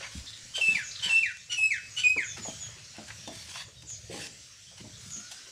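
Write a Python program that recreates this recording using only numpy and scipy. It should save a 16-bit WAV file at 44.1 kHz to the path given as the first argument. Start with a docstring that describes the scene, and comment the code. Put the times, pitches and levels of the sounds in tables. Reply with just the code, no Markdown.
"""A brick-walled farmyard. A bird calls four times: each call is a rasp, a clean whistle and a falling slide.
Small birds slur and chip thinly farther off. A suckling young animal and the stock around it shuffle
on cut grass, with soft thuds, rustles and snapping stalks over a steady outdoor hiss and rumble.
Birds are gliding tones, thuds damped resonances, rustles dense clicks; the walls reflect them."""
import sys
import numpy as np
from scipy import signal
from scipy.fft import rfft, irfft, next_fast_len
from scipy.io import wavfile
from scipy.ndimage import uniform_filter1d

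SR = 44100
rng = np.random.default_rng(int(sys.argv[2]) if len(sys.argv) > 2 else 0)


def wav_out(sig):
    """Save sig, one row per channel (or a flat mono array), as 16-bit PCM at SR to the path in sys.argv[1]."""
    wavfile.write(sys.argv[1], SR, np.round(np.clip(np.atleast_2d(sig).T, -1, 1) * 32767).astype(np.int16))


N = 242991

# Spectrum of cut grass. Each row: frequency in Hz, relative density in dB.
GRASS_SPECTRUM = [(290, -70.5), (500, -8.5), (941, -1.5), (1010, -0.5), (1250, -6.5), (1770, 3),
                  (2260, 1.5), (2890, 7), (4380, 4.5), (5590, 6), (9510, -2), (13600, -22), (15500, -16)]


def near_bird():
    """Four calls, each with its own pitch and level contour."""
    # Each row: start in seconds; rasp pitch in Hz, bend in Hz/s, level in dB; whistle pitch in Hz,
    # drift in Hz/s, level in dB, crest as a share of its length, start and end in dB re crest;
    # slide level in dB; overtone gain in dB.
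    calls = [(.536, 3124, -400, -32.5, 2640, -200, -21, 0.6, -2, -18, -24.5, -3),
             (1.018, 3036, -900, -31, 2672, 148, -20, 0.59, -8.5, -22, -22.5, -4),
             (1.494, 2898, 596.5, -32.5, 2584, -100, -21, 0.69, -11, -30, -24, 0),
             (1.961, 2969, 2413, -31, 2513, 893, -19, 0.34, -5, -40, -24.5, -3.5)]
    return track(syrinx, [(s, call_contour(*shape), facing_db) for s, *shape, facing_db in calls])


def call_contour(rasp_hz, bend_hz_per_s, rasp_db, whistle_hz, drift_hz_per_s, whistle_db,
                 crest, start_db, end_db, slide_db):
    """Pitch, level and roughness: a short rasp, a swelling whistle, a last push as the pitch sinks."""
    rasp_s, whistle_s, slide_s = .075, .128, .11
    t = np.arange(0, rasp_s, 1 / SR)
    onset_db = 20 * np.log10(np.clip(t / .018, 1e-3, 1))
    fade_db = 397 * np.maximum(t - .039, 0)
    rasp = [rasp_hz + bend_hz_per_s * (t - rasp_s / 2),
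            rasp_db + onset_db - fade_db,
            np.minimum(.3 + t / .033, 1)]

    t = np.arange(0, whistle_s, 1 / SR)
    off_crest = t / whistle_s - crest
    arch_db = np.where(off_crest < 0, start_db * (off_crest / crest) ** 2,
                       end_db * (off_crest / (1 - crest)) ** 2)
    unsettled = np.exp(-t / .005)  # enters sharp, soft and rough, then locks
    hz = whistle_hz + drift_hz_per_s * (t - whistle_s / 2) + 134 * unsettled
    whistle = [hz, whistle_db + arch_db - 6 * unsettled, .012 + .5 * unsettled]

    t = np.arange(0, slide_s, 1 / SR)
    rest_hz, fall_s, rise_s = 1348, .05, .014  # pitch sinks toward the slack membranes' rest
    push_db = np.interp(t, [0, rise_s], [slide_db - 25.5, slide_db])
    slide = [rest_hz + (hz[-1] - rest_hz) * np.exp(-(t / fall_s) ** 1.3),
             push_db - 336 * np.maximum(t - rise_s, 0),
             np.full(len(t), .13)]
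    return uniform_filter1d(np.hstack([rasp, whistle, slide]), size=130, axis=1)


def syrinx(contour, facing_db, jitter=.02, waver=.0026, flutter=.45):
    """The syrinx starts rough with its period doubled, locks into a whistle, then slackens."""
    # Overtones leaving the beak. Each row: frequency in Hz, relative level in dB.
    beak = [(3000, -15), (4200, -24), (5200, -25), (6500, -21.5), (7900, -23), (9000, -41.5),
            (10400, -28.5), (11400, -58), (13200, -52), (15400, -52)]
    # Lines of the rasp. Each row: multiple of half the pitch, relative level in dB.
    half_lines = [(1, -20.5), (3, -12), (5, -12), (7, -26.5)]
    hz, level_db, rough = contour
    count = len(hz)
    shake = jitter * rough * wobble(count, 185) + waver * wobble(count, 210)
    phase = 2 * np.pi * np.cumsum(hz * (1 + shake)) / SR
    slack = np.clip((2440 - hz) / 200, 0, 1)  # slack membranes feed the low overtones
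    doubling = rough * (1 - slack)
    slip_rad = .51 * slack * wobble(count, 200)  # uneven cycles blur the slide's overtones
    buzz_db = facing_db + 4 * slack + 7 * doubling
    buzz_db += .46 * (1 - slack) * np.minimum(level_db.max() - level_db, 10)  # overtones swell less
    tone = np.sin(phase)
    for k in range(2, 7):
        overtone_db = at_hz(beak, k * hz) + buzz_db - 2.5 * (k - 3) * slack + 5 * wobble(count, 51)
        tone += gain(overtone_db) * np.sin(k * (phase + slip_rad))
    tone += doubling * sum(gain(db) * np.sin(k * phase / 2) for k, db in half_lines)
    tone *= 1 + flutter * rough ** 2 * wobble(count, 770)  # uneven beats add sidebands
    tone *= gain(3 * slack * wobble(count, 110))  # slack membranes catch and let go
    tone *= gain(1.3 * wobble(count, 62))
    return np.sqrt(2) * gain(level_db) * tone * signal.windows.tukey(count, .03)


def small_birds(slur_hz=7154, fall_hz_per_s=8300, chip_end_ratio=.9):
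    """High falling slurs, lower falling chips and one faint, distant rising note."""
    # Each row: start in seconds, length in seconds, relative level in dB, roughness.
    slurs = [(0.801, 0.14, -49.5, 0.85), (1.864, 0.17, -58, .3), (2.213, 0.14, -47.5, 0.89),
             (2.401, 0.11, -46.5, 0.18), (2.584, 0.09, -47, .15), (3.852, 0.12, -47.5, 1.04),
             (5.081, .13, -47, 0.76)]
    # Each row: start in seconds, length in seconds, start pitch in Hz, relative level in dB, roughness.
    chips = [(0.259, 0.038, 4130, -49, 1.54), (.324, .026, 3895, -49.5, 1.82),
             (0.905, .024, 4990, -46.5, 1.6), (0.949, 0.022, 4180, -44.5, 1.6),
             (.989, .02, 3830, -44.5, 1.6), (2.252, 0.098, 3690, -55, 0.3), (2.442, 0.097, 3410, -56, 0.42),
             (2.606, 0.085, 3470, -57, 0.05), (3.243, 0.075, 3750, -57.5, 0.2),
             (3.743, 0.077, 3940, -62.5, 0.25)]
    # Start and length in seconds, start and end pitch in Hz, relative level in dB, roughness.
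    rising_note = (5, 0.5, 1290, 1620.5, -65, 1)
    out = np.zeros(N)
    for s, length_s, db, rough in slurs:
        add(out, s, chip(length_s, slur_hz, slur_hz - fall_hz_per_s * length_s, db, rough, sub_db=-20))
    for s, length_s, hz, db, rough in chips:
        add(out, s, chip(length_s, hz, hz * chip_end_ratio, db, rough))
    return out + track(chip, [rising_note])


def flock(count=80, low_hz=2900, high_hz=7200):
    """A far flock twitters at random in short rising notes."""
    rows = []
    for when, pitch, glide, length, loud in rng.random((count, 5)):
        hz = low_hz * (high_hz / low_hz) ** pitch
        rows.append((when * N / SR, .03 + .066 * length, hz, hz * (1.1 + .1086 * glide), -66 + 5 * loud))
    return track(chip, rows)


def chip(length_s, start_hz, end_hz, db, rough=.9, jitter=.0462, sub_db=-16):
    """A gliding, shaky note with a weak partial an octave below."""
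    count = int(length_s * SR)
    hz = np.linspace(start_hz, end_hz, count) * (1 + jitter * rough * wobble(count, 270))
    phase = 2 * np.pi * np.cumsum(hz) / SR
    tone = np.sin(phase) + gain(sub_db) * np.sin(phase / 2)
    return gain(db) * unit_rms(tone * signal.windows.tukey(count, .8))


def livestock():
    """Hooves, knees and a butting muzzle strike; legs drag through the grass and break stalks."""
    # Each row: start in seconds, level in dB, low resonance in Hz, upper in dB re low, t60 in seconds.
    thuds = [(.005, -47.5, 554, -19, 0.18), (0.149, -36, 71.7, -3, 0.27), (.578, -39, 625, -10, 0.16),
             (.679, -44, 158.5, -3.5, 0.23), (.721, -42, 177.2, -11, 0.13), (0.754, -39, 157, -20, .05),
             (1.057, -41.5, 152.4, -5.5, 0.12), (1.075, -54, 836, -6, 0.18), (1.585, -49.5, 795, -9, 0.14),
             (2.053, -48, 463, -20, .11), (2.161, -37, 352.6, -3, .13), (2.378, -42.5, 232.5, -10, 0.18),
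             (2.45, -36.5, 740, -9, 0.073), (2.48, -39, 231, 2.5, 0.15), (2.982, -45, 216, 0.5, 0.3),
             (3.104, -30, 1720, -17, 0.028), (3.274, -42.5, 233.2, 2.5, 0.3),
             (3.555, -40.5, 1040, -12, 0.072), (4.093, -49.5, 165, 7.5, 0.77),
             (4.139, -45.5, 291, -1.5, 0.54), (4.801, -46, 132, -4, 0.21), (4.841, -46, 218, -5, 0.26),
             (5.056, -46, 142, -25, 0.3), (5.16, -46.5, 207.4, -14, 0.2)]
    # Each row: start in seconds, length in seconds (capped at 1/3), level in dB, tilt in dB/octave.
    rustles = [(-.02, .12, -44, -8.5), (0.086, 0.16, -51, 1), (0.549, 0.18, -47.5, 1),
               (0.664, 0.17, -44.5, -0.5), (.985, 0.19, -43.5, -4.5), (1.062, 0.18, -46, -.5),
               (2.355, 0.063, -48, -6), (2.549, 0.44, -57.5, -10), (2.922, 0.15, -55.5, -9.5),
               (3.063, 0.079, -53, -23), (3.28, 0.22, -50, 1.5), (3.423, 0.21, -48.5, -.5),
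               (3.519, .14, -44, -2), (4.091, 0.15, -46.5, -1), (4.177, .12, -44, -1),
               (4.764, .066, -53, -1.5), (4.954, 0.23, -58.5, 5), (5.3, 0.046, -49.5, 2.5)]
    # Each row: start in seconds, peak in dB.
    snaps = [(2.381, -34.5), (2.541, -41), (3.082, -36), (3.276, -32.5), (3.358, -35), (3.822, -37.5),
             (3.901, -37.5), (4.458, -45), (5.166, -38), (5.315, -32), (5.321, -41)]
    return track(thud, thuds) + shuffles() + track(rustle, rustles) + track(snap, snaps)


def shuffles(count=22, low_hz=130, high_hz=600):
    """Faint blows at random as the animals shift their weight."""
    rows = [((k + when) * N / SR / count, -61 + 6 * loud, low_hz * (high_hz / low_hz) ** pitch)
            for k, (when, loud, pitch) in enumerate(rng.random((count, 3)))]
    return track(thud, rows)


def thud(db, hz, upper_db=-4, t60_s=.15):
    """A dull blow on earth or hide sounds a low resonance and a shorter, higher one."""
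    low = resonance(db, hz, t60_s, width_octaves=.58)
    upper = resonance(db + upper_db, 2.8 * hz, .62 * t60_s, width_octaves=.47)
    return low + upper


def resonance(db, centre_hz, t60_s, width_octaves, rise_s=.0018):
    """A hollow note in a broad puff of noise, dying quickly."""
    t = np.arange(SR // 3) / SR
    puff = coloured(rng.standard_normal(len(t)),
                    lambda hz: -22 * np.log10(1 + (np.log2(hz / centre_hz) / width_octaves) ** 4 / 2))
    note = .39 / width_octaves * np.sqrt(2) * np.sin(2 * np.pi * centre_hz * t)
    slip_db = -1.1 * wobble(len(t), 160)  # contact slips and smacks
    fade = (1 - np.exp(-t / rise_s)) * gain(slip_db - 60 * t / t60_s)
    return gain(db) * unit_rms((puff + note) * fade) * np.sqrt(np.mean(fade ** 2))


def rustle(length_s, db, tilt_db_per_octave, knee_hz=2000):
    """Blades rub and break in clumps of tiny clicks as a leg drags through them."""
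    count = SR // 3
    clicks = crackle(count, per_s=14000, spread_db=-1) * gain(1.6 * wobble(count, 79))
    sound = coloured(clicks, lambda hz: at_hz(GRASS_SPECTRUM, hz)
                     + tilt_db_per_octave * np.log2(np.maximum(hz / knee_hz, 1)))
    sound = patchy(sound, depth_db=3.5)[:int(length_s * SR)]
    return gain(db) * unit_rms(sound * signal.windows.tukey(len(sound), .7))


def snap(peak_db, t60_s=.052):
    """One stalk cracks in a short burst of noise."""
    t = np.arange(SR // 16) / SR
    crack = noise(len(t), GRASS_SPECTRUM) * gain(-60 * t / t60_s)
    return gain(peak_db) * crack / abs(crack).max()


def echoes(x):
    """Single reflections from the ground and the near walls."""
    # Each row: delay in seconds, gain in dB.
    reflections = [(.0047, -18), (.013, -10), (.021, -12), (0.031, -19.5), (.046, -17.5), (.061, -17)]
    return track(lambda db: gain(db) * x, reflections)


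def yard_reverb(x, build_s=.0046, taps_per_s=2500):
    """Scattered reflections between the walls, each band dying at its own speed."""
    # Each row: frequency in Hz, t60 in seconds.
    decay_times = [(150, 0.28), (1500, 0.51), (2700, 0.57), (7000, 0.48), (14000, 0.04)]
    count = SR * 3 // 4
    taps = rng.choice([-1., 1.], count) * (rng.random(count) < taps_per_s / SR)
    hz, t, bands = signal.stft(taps, SR, nperseg=256)
    envelope = (1 - np.exp(-t / build_s)) * gain(-60 * t / at_hz(decay_times, hz)[:, None])
    tail = signal.istft(bands * envelope, SR, nperseg=256)[1]
    return signal.fftconvolve(x, tail / np.linalg.norm(tail))[:N]


def hiss(body_hz=3000, extra_swing=.42):
    """Background hiss that swells and sinks, dipping around some of the loud whistles."""
    # Each row: frequency in Hz, relative density in dB.
    spectrum = [(240, -6), (400, -11), (595, -7), (796, -14.5), (1260, -6), (1380, -3.5), (2470, -1),
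                (2590, -0.5), (3570, 0), (5820, 4.5), (7910, -1.5), (13300, -26), (15500, -22.5)]
    # Each row: time in seconds, level in dB.
    levels = [(0, -49.5), (1, -48.5), (1.35, -54), (1.65, -55.5), (1.93, -49.5), (2.13, -53.5),
              (2.5, -46.5), (2.75, -52), (3.2, -49), (3.55, -54), (3.73, -56), (4.2, -51), (4.72, -53.5),
              (5.1, -49.5), (5.5, -49.5)]
    air = patchy(noise(N, spectrum), depth_db=2.5)
    level_db = over_time(levels)
    body = signal.sosfiltfilt(signal.butter(2, body_hz, fs=SR, output="sos"), air)
    body_gain = gain(extra_swing * (level_db - level_db.mean()))  # the low band swings further
    return gain(level_db) * (air - body + body * body_gain)


def rumble(boost_db=4.5, surge_db=2):
    """A lumpy, distant low noise."""
    # Each row: frequency in Hz, relative density in dB.
    spectrum = [(20, -50), (40, -29), (66, -1.5), (90, -2.5), (112, 5), (135, -5.5), (175, -6.5),
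                (280, -31), (600, -21), (1200, -50)]
    # Each row: time in seconds, relative level in dB.
    levels = [(0.0, -61.5), (0.66, -69), (0.92, -61.5), (1.23, -69), (2.59, -56.5), (3.0, -64.5),
              (3.19, -54.5), (3.43, -62), (4.15, -56), (4.58, -70), (4.9, -56.5), (5.5, -78)]
    return noise(N, spectrum) * gain(boost_db + over_time(levels) + surge_db * wobble(N, 25))


def stalk_ticks(db=-67):
    """Stalks tick under standing animals."""
    clicks = crackle(N, per_s=110, spread_db=12.5)
    return gain(db) * coloured(clicks, lambda hz: at_hz(GRASS_SPECTRUM, hz))


def gain(db):
    """Decibels to amplitude."""
    return 10 ** (np.asarray(db) / 20)


def unit_rms(x):
    """Scales to rms 1."""
    return x / np.sqrt(np.mean(x ** 2) + 1e-20)


def at_hz(points, hz):
    """Reads a table on a log-frequency axis."""
    table_hz, value = np.transpose(points)
    return np.interp(np.log(hz + 1), np.log(table_hz + 1), value)


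def over_time(points):
    """Reads a table of times and values at every sample."""
    return np.interp(np.arange(N) / SR, *np.transpose(points))


def coloured(x, db_at):
    """Filters x by a function from Hz to dB; rms 1."""
    size = next_fast_len(len(x))
    hz = np.maximum(np.fft.rfftfreq(size, 1 / SR), 1)
    return unit_rms(irfft(rfft(x, size) * gain(db_at(hz)), size)[:len(x)])


def noise(count, spectrum):
    """Noise shaped by a spectrum table; rms 1."""
    return coloured(rng.standard_normal(count), lambda hz: at_hz(spectrum, hz))


def wobble(count, rate_hz):
    """Smooth random motion up to rate_hz; rms about 1."""
    white = rng.standard_normal(count + SR // 4)
    return coloured(white, lambda hz: -10 * np.log10(1 + (hz / rate_hz) ** 6))[:count]


def crackle(count, per_s, spread_db):
    """A random train of clicks of uneven size."""
    size = gain(spread_db * np.minimum(rng.exponential(1, count), 4))
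    return unit_rms(size * rng.choice([-1, 1], count) * (rng.random(count) < per_s / SR))


def patchy(x, depth_db):
    """Lets a noise drift in level in patches of a few hundred Hz by a tenth of a second."""
    bands = signal.stft(x, nperseg=1024, noverlap=768)[2]
    patches = uniform_filter1d(rng.standard_normal(bands.shape), size=8, axis=0)
    patches = unit_rms(uniform_filter1d(patches, size=16, axis=1))
    bands *= gain(depth_db * patches)
    return unit_rms(signal.istft(bands, nperseg=1024, noverlap=768)[1][:len(x)])


def add(mix, start_s, sound):
    """Adds a sound at start_s, cut to the mix."""
    at = round(start_s * SR)
    sound = sound[max(-at, 0):]
    part = mix[max(at, 0):][:len(sound)]
    part += sound[:len(part)]


def track(source, rows):
    """Plays one event a row: start in seconds, then the source's arguments."""
    out = np.zeros(N)
    for start_s, *settings in rows:
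        add(out, start_s, source(*settings))
    return out


def scene():
    """The caller near, the small birds farther and wetter, the animals close by."""
    caller = near_bird()
    chips = small_birds() + flock()
    animals = livestock()
    birds = caller + gain(2) * chips
    wet = yard_reverb(gain(-16.5) * caller + gain(-4.5) * chips + gain(-13.5) * animals)
    return (birds + echoes(birds) + animals + wet + hiss() + rumble() + stalk_ticks())[None]


def record(dry, edge_hz=15600):
    """The recorder's band limit."""
    lowpass = signal.firwin(511, edge_hz, window=("kaiser", 9), fs=SR)
    return signal.oaconvolve(dry, lowpass[None], "same")


dry = scene()
out = record(dry)
wav_out(out)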